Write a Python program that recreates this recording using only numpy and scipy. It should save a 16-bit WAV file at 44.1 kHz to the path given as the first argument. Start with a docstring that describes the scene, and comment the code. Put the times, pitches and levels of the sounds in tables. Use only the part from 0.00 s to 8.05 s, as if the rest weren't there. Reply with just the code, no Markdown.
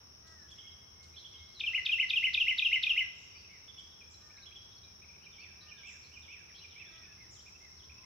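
"""A songbird close by sings one burst of six four-note phrases of gliding tones in a summer wood.
Farther birds whistle, chip and caw as frequency-modulated tones, blurred by echoes off the trunks.
Insects drone, sound thin tones and buzz, some as throbbing or gated noise bands; leaves rustle briefly.
Filtered noise gives a faint band that swells while the near bird sings, a low rumble, a hum and
microphone hiss; further treble noise rises with the near song's level."""
import sys
import numpy as np
from scipy import signal
from scipy.io import wavfile
from scipy.ndimage import uniform_filter1d

SR = 44100
rng = np.random.default_rng(int(sys.argv[2]) if len(sys.argv) > 2 else 0)


def linear_from_db(decibels):
    """Turn decibels (scalar or array-like) into linear amplitude factors; 0 gives 1."""
    return 10 ** (np.asarray(decibels, float) / 20)


def waveform_to_disk(signal):
    """Save audio, clipped to [-1, 1], as 16-bit WAV at the path in sys.argv[1]."""
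    frames = np.transpose(np.atleast_2d(signal))
    scaled = np.clip(frames, -1, 1) * 32767
    samples = np.round(scaled).astype(np.int16)
    wavfile.write(sys.argv[1], SR, samples)


N = 355000

# Pitch and level contours of bird notes, before each note's own pitch, level and length are applied:
# name: (time after the start [ms], frequency [Hz], relative level [dB])
NOTE_SHAPES = { "flick": [(-9, 1192, -31.5), (-4, 2600, -24.5), (0.5, 3560, -9), (3, 3850, -1),
               (4, 3800, -5.5), (7, 3230, 3), (8.5, 2820, -8), (11.5, 2566, -1), (16.5, 2420, -13),
               (19, 1900, -33)], "scoop": [(-2, 3730, -28.5), (1, 3600, -14), (5, 2700, -6.5),
               (8.5, 2510, 1), (10.5, 2440, -2.5), (16.5, 2450, -3), (18.5, 2600, -5.5), (24.5, 2400, -25)],
               "slide": [(-3, 3200, -20.5), (2.5, 3250, -4), (7.5, 3150, -2.5), (17, 2800, 2),
               (31, 2620, -2.5), (34, 2700, -22)], "wave": [(-2, 2043, -22), (4, 2060, -11),
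               (11, 2200, -11), (17, 2680, 2), (23.5, 2950, -5.5), (31.5, 3000, -3), (39, 2720, -10.5),
               (44, 2280, -9), (48.5, 2090, -7.5), (63.5, 2036, -10), (71, 1990, -23)],
               "chip": [(0, 2500, -17.5), (4, 3050, -9.5), (8, 3420, -2.5), (13, 3490, 1), (19, 3400, -2),
               (24.6, 3200, -5.5), (29.3, 3050, -20)], "step": [(0, 2500, -7), (14.25, 2880, -13.5),
               (30.8, 3080, -4), (37.25, 2850, -7), (43.2, 2800, -6), (51.7, 2440, -0.5), (61.2, 2420, 4.5),
               (69, 2360, -26)], "slip": [(0, 3730, -4), (13.2, 3640, -2), (28, 3200, -10)],
               "arch": [(0, 2200, -28), (8, 2300, -1.5), (28.1, 2430, -5.5), (44.8, 2660, -5.5),
               (57, 2690, -4), (70.6, 2350, 0), (81.7, 2080, -16.5), (106.1, 1800, -21.5),
               (139, 1560, -20)], "peak": [(0, 2150, -19), (4.96, 2400, -0.5), (14.47, 2620, -5),
               (21.7, 2640, -6), (31, 2280, -2), (38, 2080, -29)], "pip": [(0, 2660, -8), (13, 2660, 0),
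               (27, 2630, -9.5)], "droop": [(0, 2080, -9.5), (15.1, 2150, -7), (35, 2170, 0.5),
               (60.7, 2040, -6.5), (86, 1850, -12.5), (100, 1720, -15)], "vee": [(0, 4450, -5),
               (10, 4150, -14), (24, 3600, -4), (33, 3300, 0), (43, 3000, -22), (53, 2950, -3),
               (63, 3450, 2), (70, 4000, -11), (75, 4350, -5), (79, 4450, -16)], "cup": [(0, 2480, 1),
               (17.6, 2220, 2), (36, 2400, -11)], }
# Phrases of the far bird with an arching last note: (time [s], level [dB], note spacing factor [1])
ARCH_PHRASES = [(5.213, -53, 1.02), (5.665, -50, 1.02), (6.116, -50.5, 1.01), (6.593, -51, 1.015)]


def rms_one(x):
    """Normalization: divides a signal by its root mean square."""
    return x / np.sqrt(np.mean(x ** 2) + 1e-20)


def band(x, low_hz, high_hz, order=2):
    """Band limitation: a Butterworth filter passes one range of frequencies."""
    return signal.sosfilt(signal.butter(order, [low_hz, high_hz], "band", fs=SR, output="sos"), x)


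def at_hz(points, hz):
    """Logarithmic frequency scale: interpolates a spectrum linearly in log frequency."""
    points = np.array(points)
    return np.interp(np.log(hz), np.log(points[:, 0]), points[:, 1])


def drift(rate_hz):
    """Random fluctuation: white noise through a two-pole low-pass, with an rms of 1."""
    pole = np.exp(-40 * np.pi * rate_hz / SR)  # run at SR / 20
    white = rng.standard_normal(N // 20 + 4002)
    slow = signal.lfilter([1], [1, -2 * pole, pole * pole], white)[4000:]  # without the onset
    return np.interp(np.arange(N) / 20, np.arange(len(slow)), rms_one(slow))


def add(out, rows, partials=((1, 0),), pan_db=0, rough=0):
    """Frequency modulation: adds harmonics whose phase is the integral of a gliding, jittered pitch."""
    # rows: (time [s], frequency [Hz], rms level [dB]); partials: (multiple [1], level [dB])
    s, hz, db = np.transpose(rows)
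    at = np.arange(round(s[0] * SR), min(round(s[-1] * SR), N))
    t = at / SR
    # rough is the rms pitch jitter as a share of the pitch
    jitter = rms_one(uniform_filter1d(rng.standard_normal(SR), size=80))[:len(at)]
    pitch = uniform_filter1d(np.interp(t, s, hz), size=60) * (1 + rough * jitter)
    phase = 2 * np.pi * np.cumsum(pitch) / SR
    fade = np.clip(np.minimum(t - s[0], s[-1] - t) / .002, 0, 1)  # 2 ms at both ends
    start = rng.uniform(0, 2 * np.pi)
    tone = sum(linear_from_db(k_db) * np.sin(k * (phase + start)) for k, k_db in partials)
    ears = linear_from_db(np.array([[pan_db / 2], [-pan_db / 2]]))  # positive pan_db: louder on the left
    out[:, at] += np.sqrt(2) * linear_from_db(np.interp(t, s, db)) * fade * tone * ears


def placed(shape, s, db, pitch, length=1):
    """Scaling of a contour: sets its onset and level, and multiplies its pitch and duration."""
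    return np.array(shape) * [length / 1000, pitch, 1] + [s, 0, db]  # ms to s


def wood(x, parts, gap_s):
    """Reverberation: convolution with exponentially decaying noise, independent in each ear."""
    # parts: (60 dB decay time [s], echo level [dB]); the echoes build up over gap_s
    t = np.arange(2 * SR) / SR
    echo = 0
    for t60, db in parts:
        tail = rng.standard_normal((2, len(t))) * linear_from_db(-60 * t / t60) * np.clip(t / gap_s, 0, 1)
        echo = echo + linear_from_db(db) * tail / np.sqrt(np.sum(tail ** 2, axis=1, keepdims=True))
    return x + signal.fftconvolve(x, echo, axes=1)[:, :N]


def bursts(rows, noise, rise_s):
    """Amplitude gating: noise under a trapezoid for each row (time [s], duration [s], level [dB])."""
    t = np.arange(N) / SR
    gates = [linear_from_db(db) * np.clip(np.minimum(t - s, s + length - t) / rise_s, 0, 1) for s, length, db in rows]
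    return noise * sum(gates)


def drone():
    """Amplitude modulation: resonant noise bands of many insects throb in loose step."""
    # Resonances of the insect chorus: (center frequency [Hz], width [Hz], relative level [dB])
    resonances = [(5240, 420, -5), (5407, 56, -5.5), (5518, 156.97, -1.5), (5681.7, 79, -8),
                  (5766, 247, -4.5), (6056, 355, -10)]
    # Course of the mean level of both ears: (time [s], rms level [dB])
    level_points = [(0.0, -59.5), (.52, -57), (.94, -58.5), (2.6, -56.5), (3.85, -58), (5.83, -57.4),
                    (7.548, -57), (8.05, -57.5)]
    throb_hz = 30.5 + 0.8841 * drift(1.6942)
    throb = np.sin(2 * np.pi * np.cumsum(throb_hz) / SR)
    out = 0
    for hz, width, db in resonances:
        grain_db = 1.678 * throb + 1.3 * drift(60)
        noise = rng.standard_normal((2, N)) * linear_from_db(grain_db)
        out = out + linear_from_db(db) * rms_one(band(noise, hz - width / 2, hz + width / 2, order=3))
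    level = np.interp(np.arange(N) / SR, *np.transpose(level_points))
    return linear_from_db(level + np.array([[.8], [-.8]])) * rms_one(out)


def floor():
    """Partial coherence: air, far rumble and hiss in third octaves, each with its own ear correlation."""
    # Shape of the noise spectrum: (frequency [Hz], relative spectral density [dB per Hz])
    spectrum = [(25, -22), (60, -6), (120, -11), (180, -7), (284, -15), (342, -10), (572, -15), (1150, -15),
                (2030, -20), (3000, -18.5), (4500, -24.5), (5800, -33.5), (7300, -42), (11000, -33),
                (15800, -37.5)]
    # Likeness of the two ears: (frequency [Hz], left-right correlation [1])
    correlation = [(60, 0.73), (130, 0.6955), (290, 0.23), (640, -0.4), (1410, -0.069), (3100, -0.4534),
                   (6820, -0.32), (15000, 0.25)]
    out, edges = 0, 25 * 2 ** np.arange(0, 9.5, 1 / 3)
    white = rng.standard_normal((2, 2, N))
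    for k, (low, high) in enumerate(zip(edges, edges[1:])):
        mid, side = band(white[k % 2], low, high, order=4)  # neighbors use different noise
        hz = np.sqrt(low * high)
        alike = np.clip(at_hz(correlation, hz), -1, 1)
        ears = np.sqrt(1 + alike) * mid + np.sqrt(1 - alike) * side * [[1], [-1]]
        out = out + linear_from_db(at_hz(spectrum, hz)) * ears
    return linear_from_db(-63.5) * rms_one(out)


def hum():
    """Narrow-band noise: a bandwidth of a few hertz makes a low hum waver, alike in both ears."""
    center_hz, width_hz, level_db = 77.66, 9.2, -68
    noise = band(rng.standard_normal(N), center_hz - width_hz / 2, center_hz + width_hz / 2)
    return linear_from_db(level_db) * rms_one(noise)


def swelling_band():
    """Incoherent noise: a faint band, independent in the two ears, swells while the near bird sings."""
    # Course of the level before its random fluctuation: (time [s], rms level [dB])
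    level_points = [(0.0, -85), (1.05, -83), (1.23, -72.5), (1.55, -68), (1.9, -62), (2.85, -65),
                    (3.1, -69.5), (4.35, -78), (4.62, -76.5), (8.05, -75.5)]
    level = np.interp(np.arange(N) / SR, *np.transpose(level_points))
    return rms_one(band(rng.standard_normal((2, N)), 3400, 5150)) * linear_from_db(level + 1.7 * drift(8))


def rumble():
    """Random amplitude modulation: low noise swells and fades, alike in both ears."""
    level_db, swing_db, rate_hz = -68, 1.5, 1.9
    noise = rms_one(band(rng.standard_normal(N), 62, 117.7))
    return noise * linear_from_db(level_db + swing_db * drift(rate_hz))


def caws():
    """Harmonic spectrum: a throat weights the multiples of a nasal, falling fundamental."""
    # Contour of a caw: (time after the start [ms], frequency [Hz], relative level [dB])
    contour = [(0, 317, -13), (30, 327.5, -6.5), (111.7, 326, -2.5), (149.3, 306.5, -4), (193.6, 291, -1),
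               (250, 279.5, -8.5)]
    # Calls: (time [s], level [dB], pitch factor [1])
    calls = [(.235, -64, 0.99), (1.680, -65.5, 0.99), (2.850, -65.5, 0.94), (4.200, -66.5, 0.93),
             (5.600, -65.5, 0.93), (6.90, -64.5, 0.99)]
    # Throat in the first part of a caw: (multiple of the fundamental [1], level [dB])
    throat = [(2, -11), (3, -19.5), (4, -2.5), (5, -5.5), (6, -1.5), (7, -22)]
    # Throat as the caw falls, with fewer harmonics: (multiple of the fundamental [1], level [dB])
    falling_throat = [(4, -17), (5, -13.5), (6, -2)]
    out = np.zeros((2, N))
    for call in calls:
        add(out, placed(contour[:3], *call), throat, rough=0.011)
        add(out, placed(contour[2:], *call), falling_throat, rough=0.0066)
    return out


def rustles():
    """Broadband friction: dry leaves as brief bursts of bright noise."""
    # Rustles: (time [s], duration [s], level [dB])
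    rows = [(.265, 0.022, -63), (.50, 0.026, -64), (1.025, .025, -61.5), (3.79, 0.017, -63),
            (5.15, 0.01033, -74), (5.61, 0.01808, -77)]
    return bursts(rows, rms_one(band(rng.standard_normal((2, N)), 3400, 6400)), rise_s=0.006)


def far_whistles():
    """Linear frequency glide: short bird whistles, each loudest midway."""
    # Whistles: (time [s], duration [s], start frequency [Hz], end frequency [Hz], rms level midway [dB])
    whistles = [(0.417, 0.015, 4000, 3950, -73), (4.767, 0.027, 4350, 4140, -68),
                (5.24, .025, 4370, 3520, -69), (5.432, 0.027, 3600, 3350, -66),
                (.481, .029, 3110, 3680, -64), (.550, .02, 3720, 3930, -70), (.615, .02, 3780, 3870, -72),
                (0.706, 0.028, 3900, 3750, -72), (1.137, .015, 2400, 2350, -64),
                (1.145, .017, 3970, 3780, -63), (1.171, .05, 4220, 3700, -59.5),
                (1.375, 0.031, 3910, 3650, -63), (1.467, .025, 3850, 4070, -69),
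                (1.548, .05, 4310, 3600, -56), (3.346, 0.039, 2214, 2680, -58.5),
                (3.349, .064, 4734, 4720, -62), (3.441, 0.025, 2673, 2530, -59.5),
                (3.49, 0.14, 2270, 2283, -66), (3.915, 0.035, 3900, 3030, -65),
                (4.705, 0.035, 3440, 3880, -65), (6.582, 0.021, 3960, 4060, -56.5),
                (4.136, 0.024, 4140, 3990, -62.5), (4.212, 0.018, 3940, 3980, -70),
                (4.298, 0.024, 2150, 2610, -62), (4.373, 0.021, 2040, 2670, -57.5),
                (4.365, .014, 3670, 4200, -64), (4.51, 0.02, 2200, 2720, -59.5),
                (4.833, 0.019, 3900, 3790, -58.5), (4.827, 0.096, 2420, 2413, -70.5),
                (5.608, 0.014, 3800, 4200, -58), (6.023, .057, 4570, 3960, -70),
                (6.488, 0.03, 2316, 1580, -63.5), (6.543, 0.041, 3100, 3490, -58),
                (6.853, 0.031, 3360, 3580, -60)]
    out = np.zeros((2, N))
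    for s, length, start, end, db in whistles:
        middle = (s + length / 2, (start + end) / 2, db)
        add(out, [(s, start, db - 3.0), middle, (s + length, end, db - 5.0)], rough=.02)
    return out


def far_songs():
    """Frequency modulation: shaped far notes, kept apart by how strongly their echoes return."""
    # Single notes by shape: (time [s], level [dB], pitch factor [1], left-right level [dB])
    single_notes = { "chip": [(.506, -54.5, 0.99, -3), (.580, -50.5, 0.96, -3), (.664, -52.5, 0.95, -2.5),
                    (1.158, -51, 0.99, -4), (1.240, -50, .965, -1), (1.336, -51.5, 0.95, -1),
                    (3.675, -54, 1.01, -7), (3.775, -48, .97, -0.5), (4.456, -51.5, 0.97, -5),
                    (4.552, -49.5, 0.98, .6)], "peak": [(5.017, -56.5, 0.98, 4), (5.132, -59, 0.98, 0)],
                    "droop": [(3.490, -60.5, 1.01, -8), (6.745, -64, .99, -5)],
                    "cup": [(4.008, -59, 1.05, 2), (4.421, -60, 1.71, .1), (5.086, -61.5, 1.04, 2),
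                    (5.396, -68, 1.88, 2)], }
    # Notes of the arching phrase: (shape name, time after the start [ms], relative level [dB])
    arch_notes = [("step", 0, -4.5), ("slip", 103, -9), ("arch", 160, 0)]
    # Notes of the phrase that opens with a vee: (shape name, time after the start [ms], relative level [dB])
    vee_notes = [("vee", 0, -2), ("peak", 118, 4.5), ("pip", 203, 0), ("droop", 262, 0)]
    # Phrases that open with a vee: (time [s], level [dB], note spacing factor [1])
    vee_phrases = [(6.911, -61.5, 1.005), (7.342, -61.5, .995), (7.775, -61, .99)]
    deep, in_open = np.zeros((2, 2, N))
    songs = [(deep, arch_notes, -5.5, ARCH_PHRASES), (in_open, vee_notes, -9.5, vee_phrases)]
    for place, notes, pan_db, phrases in songs:
        for s, db, spacing in phrases:
            for name, ms, note_db in notes:
                note = placed(NOTE_SHAPES[name], s + spacing * ms / 1000, db + note_db, 0.99)
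                add(place, note, pan_db=pan_db, rough=0.018)
    for name, notes in single_notes.items():
        place = deep if name == "chip" else in_open
        for *note, pan_db in notes:
            add(place, placed(NOTE_SHAPES[name], *note), pan_db=pan_db, rough=0.012906)
    return deep, in_open


def thin_tone():
    """Amplitude modulation: a jittered tone, perhaps a cricket, swells in soft pulses."""
    # Pulses: (time [s], duration [s], rms level midway [dB])
    pulses = [(.555, 0.048, -69.5), (.625, 0.053, -62), (.69, 0.029, -70.5), (.78, .09, -74),
              (.915, .06, -73), (.99, 0.037, -65), (1.035, 0.024, -62.5), (1.10, .07, -71),
              (1.305, 0.081, -72.5), (1.37, 0.073, -65), (1.43, 0.11, -66.5)]
    tone_hz, edge_loss_db = 2153, 11
    out = np.zeros((2, N))
    for s, length, db in pulses:
        edge_db = db - edge_loss_db
        rows = [(s, tone_hz, edge_db), (s + length / 2, tone_hz, db), (s + length, tone_hz, edge_db)]
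        add(out, rows, rough=0.015)
    return out


def rasps():
    """Noise bands: raspy far notes too fast and blurred to hold a pitch."""
    # Rasps: (time [s], duration [s], low edge [Hz], high edge [Hz], level [dB])
    far_rasps = [(1.167, 0.064, 3510, 4310, -64), (4.361, 0.1, 3570, 4260, -74),
                 (5.382, 0.062, 4230, 4680, -67), (5.607, 0.052, 3550, 5000, -63.5),
                 (6.032, 0.051, 3930, 4680, -64), (6.537, .079, 3290, 4460, -64),
                 (6.86, 0.13, 3300, 3700, -67.5)]
    # Blur inside each arching phrase: (low edge [Hz], high edge [Hz], level re phrase [dB])
    low_hz, high_hz, rasp_db = (2810, 3480, -15.5)
    noise = rng.standard_normal(N)
    after_s, length_s = .1, .15
    blurs = [(s + after_s, length_s, low_hz, high_hz, db + rasp_db) for s, db, _ in ARCH_PHRASES]
    out = 0
    for s, length, low, high, db in far_rasps + blurs:
        out = out + bursts([(s, length, db)], rms_one(band(noise, low, high, order=3)), rise_s=0.021)
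    return out


def near_bird():
    """Frequency modulation: gliding whistles, with treble noise that rises with the song's level."""
    # Phrases: (time [s], level of the flick [dB], length factor [1], hold after the flick's top [ms],
    # level gained by the last note [dB])
    phrases = [(1.6021, -32, 1.02, .1, 3), (1.8583, -27, 0.98, 0.11, 0.36),
               (2.1001, -26.5, 0.98, 0.13, 0.65), (2.3414, -25, .979, .1, -1),
               (2.5840, -25.5, .985, 4.1, 0.3), (2.8323, -25.5, 1.01, .1, -0.95)]
    # Notes after the opening flick: (shape name, time after the start [ms], relative level [dB])
    later_notes = [("scoop", 29.5, 0), ("slide", 59.8, -.5), ("wave", 128.5, 2.5)]
    # Steep tick ahead of each phrase: (time after the start [ms], frequency [Hz], relative level [dB])
    tick = [(-9.5, 3000, -30.5), (-7.5, 4000, -18.5), (-2, 4800, -16.5), (1.5, 5600, -27)]
    # Harmonics of each whistle: (multiple of the fundamental [1], level [dB])
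    overtones = [(1, 0), (2, -41), (4, -53), (5, -52), (6, -54)]
    # Treble noise heard with the song: (low edge [Hz], high edge [Hz], level re mean rectified song [dB])
    treble_bands = [(4200, 7050, -37.5), (7585, 7600, -57), (10700, 14300, -39)]
    # Quick and long echoes off the trunks: (60 dB decay time [s], level [dB])
    echoes = [(0.349, -5.5), (1.6, -16.5)]
    full_db, pitch_per_db = -26, .004  # softer notes come out flatter
    out = np.zeros((2, N))
    for s, db, length, hold_ms, gain_db in phrases:
        flick = np.array(NOTE_SHAPES["flick"], float)
        flick[np.argmax(flick[:, 1]) + 1:, 0] += hold_ms
        notes = [(flick, 0, 0)]
        notes += [(NOTE_SHAPES[name], hold_ms + length * ms, note_db) for name, ms, note_db in later_notes]
        add(out, placed(tick, s, db, 0.99), rough=0.027)
        for shape, ms, note_db in notes:
            effort_db = db + gain_db * ms / notes[-1][1]
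            pitch = 1 + pitch_per_db * (effort_db - full_db)
            note = placed(shape, s + ms / 1000, effort_db + note_db, pitch, length)
            add(out, note, overtones, pan_db=0.6, rough=0.0022)
    out = wood(out, echoes, gap_s=0.0073)
    loudness = uniform_filter1d(np.abs(out), size=1200, axis=1)
    treble_noise = 0
    for low, high, db in treble_bands:
        noise = rms_one(band(rng.standard_normal((2, N)), low, high, order=3))
        treble_noise = treble_noise + linear_from_db(db) * noise
    return out + loudness * treble_noise


def buzzes():
    """Periodic amplitude modulation: fast insect wing strokes pulse a band of noise."""
    # Buzzes: (time [s], duration [s], level [dB])
    rows = [(3.14, 0.11, -73), (4.09, 0.057, -66.5), (5.855, 0.096, -65.5), (7.30, 0.078, -63.5)]
    strokes_per_s = 100
    strokes = (.5 + .5 * np.sin(2 * np.pi * strokes_per_s * np.arange(N) / SR)) ** 1.4
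    noise = band(strokes * rng.standard_normal((2, N)), 6120, 7560, order=4)
    return bursts(rows, rms_one(noise), rise_s=0.01384)


def low_tone():
    """Pure tone: one sinusoid glides slightly in pitch and level."""
    # Contour: (time [s], frequency [Hz], rms level [dB])
    contour = [(7.70, 1050, -82), (7.78, 1053, -83.5), (8.05, 1040, -78)]
    out = np.zeros((2, N))
    add(out, contour)
    return out


def scene():
    """Superposition: all sources add, and birds in the open raise weaker echoes."""
    # Quick and long echoes of the far wood: (60 dB decay time [s], level [dB])
    echoes = [(0.399, -1.5), (1.4, -0.5)]
    deep, in_open = far_songs()
    in_open = in_open + caws() + far_whistles() + thin_tone() + low_tone()
    share = linear_from_db(-2.5)  # echo strength in the open
    echoing = deep + share * in_open + rasps() + buzzes() + rustles()
    # the rest of the open sound is added without echo, so its direct sound stays whole
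    far = wood(echoing, echoes, gap_s=0.0039) + (1 - share) * in_open
    return near_bird() + far + drone() + swelling_band() + rumble() + floor() + hum()


def roll_off(x):
    """The treble ends steeply here."""
    return signal.sosfilt(signal.butter(12, 16010, fs=SR, output="sos"), x)


def record(dry):
    """Signal chain: the finished mix passes through one last stage."""
    return roll_off(dry)


dry = scene()
out = record(dry)
waveform_to_disk(out)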